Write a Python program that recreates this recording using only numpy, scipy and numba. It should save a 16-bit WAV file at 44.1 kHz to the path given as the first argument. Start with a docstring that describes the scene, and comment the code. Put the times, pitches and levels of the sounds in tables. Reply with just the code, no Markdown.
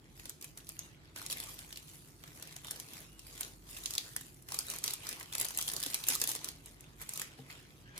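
"""A tiled kitchen: small plastic seasoning packets are squeezed and shaken over the counter, near a two-port
phone. Creases in the film snap over, and each snap excites damped modes in patches of the sheet. Seeds and
small folds tick so densely that they merge into a rustle, with palm rub, soft hand bumps, low thumps under some
snaps and a few faint squeaks. The tiles return a short diffuse reverberation, and a fridge hums under it all."""
import sys
import numpy as np
from scipy import signal
from scipy.fft import rfft, irfft, next_fast_len
from scipy.io import wavfile
from scipy.ndimage import map_coordinates
from numba import njit

SR = 44100
rng = np.random.default_rng(int(sys.argv[2]) if len(sys.argv) > 2 else 0)


def bounce(signal):
    """Save signal as a 16-bit WAV file at the path given by the first command-line argument."""
    frames = np.transpose(np.atleast_2d(signal))
    limited = np.clip(frames, -1, 1)
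    pcm = np.round(limited * 32767).astype(np.int16)
    wavfile.write(sys.argv[1], SR, pcm)


N = 352359


def undb(db):
    """Amplitude ratio of a level in decibels."""
    return 10 ** (np.asarray(db) / 20)


def on_log(table, hz):
    """Interpolation of (frequency, value) rows on a logarithmic frequency axis."""
    f, value = np.transpose(table)
    return np.interp(np.log(np.maximum(hz, 1)), np.log(f), value)


def shaped(x, gain):
    """Linear filtering: the spectrum is multiplied by a gain function of frequency."""
    n = next_fast_len(x.shape[-1], True)
    return irfft(rfft(x, n) * gain(np.arange(n // 2 + 1) * SR / n), n)[..., :x.shape[-1]]


def noise(gain):
    """Coloured noise: white Gaussian noise through a linear filter."""
    return shaped(rng.standard_normal(N), gain)


def unit(x):
    """Normalisation to unit RMS."""
    return x / np.sqrt(np.mean(x ** 2))


# Spectrum of the kitchen air: (frequency [Hz], relative spectral density [dB])
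AIR_SPECTRUM = [(25, -61), (40, -4), (60, 2.5), (134, 6.5), (200, -3), (317, 0), (531, -16), (900, -19),
                (4250, -33.5), (9000, -49), (13500, -77)]
# Bands of the fridge hum: (centre frequency [Hz], bandwidth [Hz], level [dB])
FRIDGE_BANDS = [(47, 2.2, -66), (152.4, 24, -68)]

def air_and_fridge(air_db=-60.5):
    """Diffuse field: steady air and fridge hum are coherent at the two ports only at long wavelengths."""
    mid = noise(lambda f: undb(on_log(AIR_SPECTRUM, f)))
    side = noise(lambda f: undb(on_log(AIR_SPECTRUM, f)) * np.clip(.24 + f / 1400, 0, 1))
    air = undb(air_db) * (mid + side * np.array([[1], [-1]])) / np.std(mid)
    for hz, width, db in FRIDGE_BANDS:
        air = air + undb(db) * unit(noise(lambda f: 1 / (1 + (2 * (f - hz) / width) ** 2)))
    return air * undb([[-.6], [.6]])


# Reverberation time of the tiled room: (frequency [Hz], T60 [s])
ROOM_T60 = [(500, 0.13), (2000, 0.29), (6000, 0.28), (13000, 0.0073)]

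def reverberation(x, wet_db=-13., gap_s=.002):
    """Scattering from tiles and counter gives each port its own tail, decaying exponentially by octave."""
    t = np.arange(SR // 2) / SR
    tail = 0
    for hz in 350 * 2. ** np.arange(6):
        band = shaped(rng.standard_normal((2, len(t))), lambda f: np.exp(-2 * np.log2((f + 1) / hz) ** 2))
        tail = tail + band * 10 ** (-3 * t / on_log(ROOM_T60, hz))
    tail = tail * np.clip(t / gap_s - 1, 0, 1)
    tail = tail / np.sqrt(np.sum(tail ** 2, axis=1, keepdims=True))
    return undb(wet_db) * signal.fftconvolve(x, tail, axes=1)[:, :N]


def ports(x, split_hz=1980., bass_db=2., lead_samples=9, lag_samples=13):
    """Time and level differences: at the left port the bass is early and louder, the treble late."""
    lowpass = lambda f: 1 / (1 + (f / split_hz) ** 4)
    bass = undb(bass_db) * np.roll(shaped(x[0], lowpass), -lead_samples)
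    treble = np.roll(shaped(x[0], lambda f: 1 - lowpass(f)), lag_samples)
    return np.array([bass + treble, x[1]])


@njit
def damped_sines(n, start, pole, left, right, length):
    """Superposition of damped sines, each swelling over a cycle, with a complex amplitude per port."""
    out = np.zeros((2, n + 8192))
    for k in range(len(start)):
        phasor, onset_lack = 1 + 0j, 1.
        swell = np.exp(-np.angle(pole[k]) / np.pi)
        for i in range(start[k], start[k] + length[k]):
            out[0, i] += (1 - onset_lack) * (phasor * left[k]).imag
            out[1, i] += (1 - onset_lack) * (phasor * right[k]).imag
            phasor, onset_lack = phasor * pole[k], onset_lack * swell
    return out[:, :n]


# Random phase difference between the ports: (frequency [Hz], standard deviation [rad])
PHASE_SPREAD = [(500, 2.3), (1500, 0.76), (4000, 2.96), (8000, 1.87), (12000, 0.014)]

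def modes(when, hz, t60, db, phase_draw):
    """Free vibration: each mode decays exponentially and reaches the left port shifted in phase."""
    when, hz, t60, db, phase_draw = map(np.ravel, np.broadcast_arrays(when, hz, t60, db, phase_draw))
    pole = np.exp(2j * np.pi * hz / SR - np.log(1000) / (t60 * SR))
    right = undb(db) + 0j
    left = right * np.exp(1j * phase_draw * on_log(PHASE_SPREAD, hz))
    start = np.clip(when * SR, 0, N - 1).astype(np.int64)
    length = np.clip(.6 * t60 * SR, 4, 8000).astype(np.int64)
    return damped_sines(N, start, pole, left, right, length)


# Faint squeaks: (centre time [s], half duration [s], frequency [Hz], glide [Hz/s],
# sag at the ends [Hz], nominal level [dB])
SQUEAK_GLIDES = [(.87, .06, 2760, -2600, 0, -68), (3.15, .13, 2890, 0, 450, -70),
                 (7.93, .09, 1630, 0, 60, -63)]

def squeaks():
    """Amplitude modulation by slow noise roughens tones that swell and fade as they glide or arch."""
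    t, out = np.arange(N) / SR, 0
    for centre, half_s, hz, glide, sag, db in SQUEAK_GLIDES:
        progress = np.clip((t - centre) / half_s, -2, 2)
        roughness = 1.2 + .5 * unit(noise(lambda f: 1 / (1 + (f / 70) ** 2)))
        pitch = hz + glide * half_s * progress - sag * progress ** 2
        tone = np.sin(2 * np.pi * np.cumsum(pitch) / SR)
        out = out + undb(db) * np.exp(-progress ** 4) * roughness * tone
    return out


# Soft bumps of the hand, and low thumps under some snaps: (time [s], level before the low-pass [dB],
# fundamental [Hz], T60 [s])
SOFT_BUMPS = [(.257, -49, 520, 0.033), (5.864, -38, 279, 0.057), (6.097, -43.5, 257, 0.096),
              (6.216, -39, 520, 0.027), (6.276, -44, 564, .025), (7.39, -47, 135.3, 0.29)]

def soft_bumps(corner_hz=700):
    """A soft impact acts as a low-pass on what it excites: a low mode and three shorter overtones."""
    when, db, hz, t60 = np.transpose(SOFT_BUMPS)[:, :, None]
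    ratio, partial_db = np.array([1, 1.9, 3.4, 5.8]), np.array([0, 0, 1, 5])
    ringing = modes(when, hz * ratio, t60 / ratio, db + partial_db, phase_draw=0)
    return shaped(ringing, lambda f: 1 / (1 + 1j * f / corner_hz) ** 2)


def palm_rub(dull_gain, db=-64, at_rustle_db=-55, follow=.79, flicker_db=2.5, centre_hz=370):
    """Friction noise of the palm: a broad, uneven band that grows as a power of the dull rustle."""
    band = unit(noise(lambda f: 1 / np.hypot(1, f / centre_hz - centre_hz / (f + 1))))
    flicker = np.interp(np.arange(N) / SR, np.arange(200) * .04, rng.standard_normal(200))
    return undb(db + flicker_db * flicker) * (dull_gain / undb(at_rustle_db)) ** follow * band


def bending_resonances(x, depth_db=4., width_hz=300, life_s=.035):
    """Time-varying filter: resonances of the film come and go at random frequencies as it bends."""
    f, t, spectrum = signal.stft(x, SR, nperseg=512)
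    field = rng.standard_normal((int(SR / 2 / width_hz) + 2, int(N / SR / life_s) + 2))
    grid = np.meshgrid(f / width_hz, t / life_s, indexing="ij")
    gain_db = depth_db * map_coordinates(field, grid, order=1)
    return signal.istft(spectrum * undb(gain_db), SR, nperseg=512)[1][:, :N]


# Radiation spectrum of the film: (frequency [Hz], relative spectral density [dB])
FILM_SPECTRUM = [(180, -39), (300, -11), (5740, -1), (7760, 1), (13300, 1), (16500, -23)]

def seed_ticks(per_s=500., mode_count=10, scatter_db=2.8, t60=.007):
    """Shot noise: seeds and small folds strike the film at random, each exciting a cluster of modes."""
    ticks = int(per_s * N / SR)
    shape = (ticks, mode_count)
    hz = 400 + 15600 * rng.random(shape) ** 1.187
    when = rng.random((ticks, 1)) * N / SR + .001 * rng.random(shape)
    strength_db = -scatter_db * np.log(rng.random((ticks, 1)) + .0029)  # many weak, few strong
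    db = on_log(FILM_SPECTRUM, hz) + strength_db
    return unit(modes(when, hz, t60 * (6000 / hz) ** .031, db, rng.standard_normal(shape)))


def film_hiss():
    """The finest ticks merge into Gaussian noise, partly coherent between the ports."""
    common_share = lambda f: np.exp(-on_log(PHASE_SPREAD, f) ** 2 / 4)
    common = noise(common_share)
    separate = shaped(rng.standard_normal((2, N)), lambda f: np.sqrt(1 - common_share(f) ** 2))
    return unit(shaped(common + separate, lambda f: undb(on_log(FILM_SPECTRUM, f))))


# Squeezes and shakes: (time [s], hold [s], bright rustle level [dB], rise over 20 dB [s],
# fall over 20 dB [s], dull rustle relative to bright [dB])
SQUEEZE_GESTURES = [(.05, 0.07, -74, 0.82, 0.11, 4), (.2, 0.098, -61, 0.15, 0.27, -3),
                    (.43, 0.013, -55, 0.025, 0.12, -4.5), (.58, 0.018, -62, 0.06, 0.12, -4),
                    (.69, 0.059, -59.5, 0.11, 0.13, -7.5), (.81, 0.061, -62, .1, 0.093, 0.5),
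                    (.9, 0.22, -74, 0.057, 0.07, 8.5), (1.169, 0.094, -54, 0.025, 0.083, 0),
                    (1.314, 0.0086, -36, 0.022, 0.03, -15), (1.36, 0.1, -50.5, 0.055, 0.51, -4.5),
                    (1.7, 0.087, -68, 0.049, 0.96, -2), (1.9, 0.011, -57, 0.22, 0.66, -8),
                    (2.24, 0.052, -66, 0.097, 0.29, 2), (2.35, 0.029, -57.5, 0.055, 0.079, -17),
                    (2.43, 0.037, -57.5, 0.17, 0.47, 0.5), (2.66, 0.11, -56, 0.071, 0.35, -1),
                    (2.92, 0.085, -54.5, 0.12, 0.14, -3), (3.379, 0.093, -51.5, 0.29, 0.14, -5),
                    (3.71, 0.34, -52, 0.14, 0.37, -6.5), (4.17, 0.037, -57, 0.069, 0.35, -7.5),
                    (4.54, 0.0072, -44.5, 0.069, 0.11, -5), (4.6, 0.063, -53, .05, .1, -4.5),
                    (4.7, 0.059, -47, 0.057, 0.085, -3), (4.85, 0.063, -47.5, 0.061, 0.1, -2.5),
                    (5.07, 0.023, -51, 0.19, 0.35, 1), (5.41, 0.029, -45.5, 0.14, 0.12, -5),
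                    (5.47, 0.032, -58, 0.075, 0.08, 4), (5.56, 0.04, -47.5, 0.11, 0.11, -6.5),
                    (5.66, 0.31, -47.5, .1, 0.31, -5.5), (6.09, 0.059, -37, 0.037, 0.04, -8),
                    (6.225, 0.009, -40.5, 0.068, 0.029, -11.5), (6.3, 0.012, -39, 0.1, 0.089, -9.5),
                    (6.44, 0.045, -54, 0.49, 0.13, -0.5), (6.67, .02, -60.5, 0.19, 0.19, -3),
                    (6.82, 0.029, -70, 0.12, 0.38, 8), (7.014, 0.011, -52.5, 0.049, 0.1, -3),
                    (7.099, 0.14, -51, 0.057, 0.084, -5), (7.25, 0.082, -68.5, 0.06, 0.5, 8),
                    (7.385, 0.0097, -64, 0.065, 0.089, 1.5), (7.51, 0.013, -58, 0.071, 0.22, 3.5),
                    (7.72, 0.086, -67.5, 0.22, 0.12, -3), (7.88, 0.065, -78, 0.14, .05, 15),
                    (7.97, 0.018, -62.5, 0.043, .1, 11.5)]

def squeeze_envelopes(after_db=-26, after_t60=.1, hop=88):
    """Incoherent sources add in power: squeezes and each snap's after-rustle set bright and dull gains."""
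    t = np.arange(N // hop + 1) * hop / SR
    snap_s, snap_db = np.transpose(CREASE_SNAPS)[:2]
    kicks = np.zeros(len(t))
    np.add.at(kicks, (snap_s * SR / hop).astype(int), undb(snap_db + after_db) ** 2)
    after_power = signal.lfilter([1], [1, -undb(-60 * t[1] / after_t60) ** 2], kicks)
    start, hold, db, rise, fall, dull_db = np.transpose(SQUEEZE_GESTURES)[:, :, None]
    fade_db = 20 * np.maximum((start - t) / rise, (t - start - hold) / fall).clip(min=0)
    power = undb(db - fade_db) ** 2
    bright = np.sqrt(power.sum(axis=0) + after_power)
    dull = np.sqrt((power * undb(dull_db) ** 2).sum(axis=0) + after_power)
    return [np.interp(np.arange(N) / SR, t, gain) for gain in (bright, dull)]


def rustle(bright_gain, dull_gain, tick_db=-2.5, hiss_db=-4.5, split_hz=3700):
    """Larger radiators sound lower: broad folds fill the band below the split, seeds the band above."""
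    texture = bending_resonances(undb(tick_db) * seed_ticks() + undb(hiss_db) * film_hiss())
    folds = shaped(texture, lambda f: 1 / (1 + (f / split_hz) ** 4) / (1 + (600 / (f + 1)) ** 4))
    seeds = shaped(texture, lambda f: 1 / (1 + (split_hz / (f + 1)) ** 4))
    return bright_gain * unit(seeds) + dull_gain * unit(folds)


# Spectral envelope of a snap: (frequency [Hz], weight of the 2.2 kHz share [1],
# weight of the 4.5 kHz share [1], offset [dB])
SNAP_COLOUR = [(494, 2.12, 0.11, 1.5), (1000, 2, 0.049, 7), (2120, 0.98, 0.44, 7.5),
               (3960, 0.12, 0.96, 8.5), (8130, -0.0831, 0.066, -5), (13800, -0.07, 0, -4)]

def crease_colour(shares_db, hz, chance_db=3.5):
    """Spectral envelope in dB at each crease's modes: broad creases sound fuller; the low end scatters."""
    knot_hz, *weights, offset_db = np.transpose(SNAP_COLOUR)
    scatter_db = chance_db * rng.standard_normal((len(hz), len(knot_hz))) * (knot_hz < 1500)
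    knot_db = shares_db @ weights + offset_db + scatter_db
    colour_db = np.array([on_log(np.transpose([knot_hz, db]), f) for db, f in zip(knot_db, hz)])
    return colour_db + np.where(hz > 8000, on_log(FILM_SPECTRUM, hz), 0)


def avalanche(snaps, count=90, patch_db=-7, scatter_db=3., step_s=.00044, settle_s=.0025, settle_db=-6.5):
    """A crease gives way in an avalanche of steps, each exciting a mode of another patch of film."""
    start, peak_db, fullness_db = snaps.T[:3, :, None]
    shape = (len(snaps), count)
    hz = 500 + 15800 * ((np.arange(count) + rng.random(shape)) / count) ** 1.1825
    # a long plus a short waiting time: the avalanche swells fast and dies more slowly
    wait = rng.exponential(1.3, shape) + rng.exponential(.3, shape)
    pace_s = step_s * undb(.35 * (np.maximum(fullness_db, -30) + 25))  # thin, bright creases go faster
    settles = np.arange(count) % 2 == 1  # every second patch is a later, softer crunch
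    when = start + wait * np.where(settles, settle_s, pace_s)
    t60 = .005 * (6000 / hz) ** .7 * rng.uniform(.5, 1.5, shape)  # larger patches ring lower and longer
    db = peak_db + patch_db + crease_colour(snaps[:, 2:4], hz) + settles * settle_db
    return modes(when, hz, t60, db + rng.normal(0, scatter_db, shape), rng.standard_normal(shape))


def largest_patches(snaps, ring_cycles=30, detune=.035):
    """Mode splitting: the largest patch freed by each crease rings on as a close pair of modes."""
    start, peak_db, _, _, centre_hz, ring_db = snaps.T[:, :, None]
    hz = centre_hz * rng.normal(1, detune, (len(snaps), 2))
    t60 = np.minimum(ring_cycles / hz, .012)
    when = start + .0006 * np.arange(2)
    return modes(when, hz, t60, peak_db + ring_db - 2.5, rng.standard_normal(hz.shape))


# The loudest snapping creases: (time [s], nominal treble peak [dB], share at 2.2 kHz [dB],
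# share at 4.5 kHz [dB], frequency of the largest patch [Hz], its ring relative to the peak [dB])
CREASE_SNAPS = [(0.196, -35.5, -12, -17, 2570, -3), (0.255, -31.5, -12.5, -15, 5280, -14.0),
                (0.295, -27.5, -39, -16, 4930, -12), (0.412, -36, -15.5, -16, 7150, -1),
                (0.4244, -34.5, -18, -12, 6840, -5), (0.443, -29.5, -16.5, -25, 2470, -12),
                (0.5744, -32, -18.5, -13, 7000, -18), (0.602, -48, -8, -10, 2860, -1),
                (0.669, -42, -19, -10, 1850, -16.5), (0.6905, -28, -55, -24, 3380, -28),
                (0.7914, -29.5, -38.5, -14, 6440, 6), (1.161, -30, -7, -17, 2580, -16),
                (1.175, -36, -17, -16, 4800, -10), (1.1856, -34.5, -10, -20, 4690, -8),
                (1.263, -28, -27, -7, 2660, -13), (1.2995, -30, -10, -7, 4520, -1),
                (1.31, -29, -16, -14, 3240, 1), (1.3188, -26.5, -15.5, -16, 4640, -3),
                (1.3259, -26.5, -15.5, -6, 2580, -13), (1.382, -34, -14, -13, 3250, -10),
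                (1.401, -24, -28.0, -39, 4440, -7), (1.437, -32, -20, -18.0, 5960, -15),
                (1.492, -35.5, -21, -11, 5880, -10), (1.5893, -32.5, -12, -10.5, 4220, -11.5),
                (1.726, -33.5, -18, -6, 2960, -5), (1.759, -38, -16, -7, 4180, -2),
                (1.7721, -31.0, -14.5, -12.5, 3960, -12), (1.881, -48, -20, -4, 3600, 1),
                (2.237, -39.5, -4, -10, 3880, -6), (2.2768, -39.5, -11.5, -15, 1820, -8),
                (2.4241, -29.5, -14, -14, 3140, -14), (2.4736, -37, -28.5, -17, 3160, -7),
                (2.5248, -43, -14, -3, 5680, -10), (2.5636, -30.5, -10, -15, 6000, -4),
                (2.6457, -33.5, -9, -19, 3040, -3), (2.669, -34, -18, -14, 5040, -19),
                (2.686, -43, -12, -13, 2800, -6), (2.7098, -20.5, -30, -31, 1830, -24),
                (2.76, -37, -19.5, -10, 3360, -14), (2.7993, -28, -26, -12, 5300, -15),
                (2.886, -47, -12, -4, 7110, -13.0), (2.9344, -35.5, -30, -18, 3200, -7),
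                (3.193, -37, -27, -6, 2700, -6), (3.4086, -19.5, -40, -28, 5750, -21.5),
                (3.431, -30.5, -26, -7, 3900, -3), (3.7706, -33, -22, -17, 3360, -5.5),
                (3.8386, -34, -17, -17.5, 6870, -12), (3.8584, -23, -19, -6.5, 6830, 5),
                (3.907, -25.5, -27.5, -15, 3340, -20), (3.937, -25, -28, -12, 5120, -20),
                (3.9517, -27.5, -21, -8, 5430, -1), (3.98, -20, -19.0, -7, 4120, 3.5),
                (4.163, -19.5, -16, -27, 1810, -8), (4.2112, -33.5, -16, -29, 1850, -6),
                (4.4238, -44.5, -65, -31, 1270, -24), (4.487, -31, -11, -12, 2040, -18),
                (4.52, -29.5, -26, -9, 1050, -9), (4.5433, -25, -52, -7.5, 1180, -8.5),
                (4.589, -19.5, -79, -15.5, 4920, -1), (4.667, -33, -16, -19, 3470, -13.0),
                (4.7004, -22.5, -39, -14, 6100, -30), (4.712, -32, -25, -19, 6010, -9.0),
                (4.7368, -30, -13, -13, 1030, -4), (4.762, -31.0, -31, -17.5, 1310, -15),
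                (4.786, -27.5, -35, -20, 4750, -12), (4.8397, -15.5, -21.5, -22, 6160, -3),
                (4.861, -25, -29, -22, 3700, -14), (4.878, -22.5, -26.5, -1, 6840, -16),
                (4.9067, -25.5, -25, -13, 4300, 3), (4.936, -20.0, -49, -23, 4370, -20),
                (5.0682, -31, -15, -8.5, 4900, -2), (5.09, -23, -27.5, -16.5, 4400, -17),
                (5.1104, -33.5, -14.5, -7, 2780, -15), (5.127, -29, -12.5, -12, 4030, -14.0),
                (5.198, -31.5, -29, -15, 2130, -28), (5.209, -33.5, -6.5, -17, 2080, 0),
                (5.229, -34, -28, -14, 5150, -13), (5.3258, -28.5, -14, -18, 3250, -2),
                (5.335, -30, -13.5, -10, 6960, -2), (5.3505, -20, -11.5, -16, 6900, -20),
                (5.382, -23, -34.0, -15, 4610, -16), (5.399, -18.5, -44, -22, 1530, -35),
                (5.412, -17.5, -42, -21, 2920, -15), (5.416, -25, -24, -18, 5040, -10.0),
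                (5.4285, -33, -32, -2, 4540, -9.0), (5.4465, -25.5, -23, -9, 4260, -16),
                (5.4504, -20, -10, -32, 1880, -21), (5.4856, -26.5, -30, -15, 6550, -6),
                (5.506, -27.5, -10.5, -17.5, 3080, -14), (5.5478, -34, -16, -10, 1150, -24),
                (5.574, -17, -22.5, -35, 2730, -12), (5.587, -17.5, -21, -17.5, 1660, -32),
                (5.612, -24.5, -16.5, -8, 7130, -11), (5.625, -21.5, -40, -16, 6900, -14),
                (5.679, -22, -20.5, -14, 3200, -5.5), (5.688, -22.5, -19, -13, 4030, -15.5),
                (5.699, -29, -27, -4, 1830, -14), (5.716, -27.5, -14.5, -18, 2130, -9),
                (5.7358, -21.5, -19, -20.5, 1150, -22), (5.7648, -22.5, -30, -14, 4930, 1),
                (5.8014, -25.0, -23.5, -25, 1080, -21), (5.828, -23, -22.5, -11, 4960, -6),
                (5.8357, -22, -15, -15, 7040, -12), (5.8623, -21.5, -15.5, -14, 2070, -18),
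                (5.9004, -30, -19.5, -9, 4690, -18), (5.9335, -33, -14, -5, 3360, -13),
                (5.9434, -15, -20.5, -16.5, 5250, -23), (6.002, -37, -22, -6, 4760, -2),
                (6.038, -26.5, -17, -7, 4600, -8.0), (6.0676, -26, -13.5, -26, 3020, -8),
                (6.075, -27, -26, -23, 4890, -7), (6.0858, -12.5, -53, -19, 5030, -25),
                (6.1024, -21.5, -35, -7, 3120, -22), (6.1345, -26, -28, -3, 4900, -8.0),
                (6.1455, -27, -25, -12, 3900, -10), (6.152, -20, -37, -8, 4950, -13.0),
                (6.2, -29, -43.0, -10, 2670, -13), (6.2159, -14, -28, -16, 4870, -6),
                (6.2392, -18.5, -39, -21, 3040, -22), (6.274, -17.5, -28.5, -19, 3750, -12),
                (6.2912, -19.5, -39.0, -15, 6680, -13), (6.3, -28, -27.5, -20, 4020, -13.5),
                (6.3154, -22, -34, -20, 2930, -19), (6.3506, -24, -15.5, -15, 960, -13),
                (6.3615, -25.5, -16, -26, 4670, -6), (6.4441, -23, -46, -12, 7000, -13.5),
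                (6.455, -35, -23, -14, 3500, -5), (6.487, -26, -27.5, -11, 4940, -4),
                (6.659, -34, -29, -33, 4140, -14), (6.8075, -36.5, -26.5, -29, 5700, -9),
                (7.015, -28, -16.5, -35, 2370, -18), (7.0222, -31, -18.5, -29, 2450, -14),
                (7.0916, -26.5, -40, -14, 2700, -19), (7.136, -28.5, -39, -20, 2500, -26),
                (7.158, -30, -36, -11, 4350, -14.5), (7.1748, -25, -26.5, -19, 2610, -26),
                (7.1969, -25, -16.5, -18.5, 6890, -5), (7.2163, -22, -18.5, -22, 1800, -9),
                (7.5, -47.5, -5, 0, 2190, 8), (7.978, -29, -24, -16, 4870, -14)]

def crease_snaps(cutoff_hz=350.):
    """Snap-through buckling sets the film ringing; the snaps carry little below a few hundred hertz."""
    snaps = np.array(CREASE_SNAPS)
    ringing = avalanche(snaps) + largest_patches(snaps)
    return signal.sosfilt(signal.butter(2, cutoff_hz, "high", fs=SR, output="sos"), ringing)


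def scene():
    """Superposition of the kitchen's background, the reverberant field and the packets' direct sound."""
    bright_gain, dull_gain = squeeze_envelopes()
    packets = squeaks() + soft_bumps() + palm_rub(dull_gain)
    packets = packets + rustle(bright_gain, dull_gain) + crease_snaps()
    return air_and_fridge() + reverberation(packets) + ports(packets)


def record(dry, low_hz=38., top_hz=16450):
    """Band limiting: the phone drops the deepest bass and cuts the top steeply."""
    dry = signal.sosfilt(signal.butter(4, low_hz, "high", fs=SR, output="sos"), dry)
    return signal.sosfilt(signal.ellip(10, .2, 80, top_hz, fs=SR, output="sos"), dry)


dry = scene()
out = record(dry)
bounce(out)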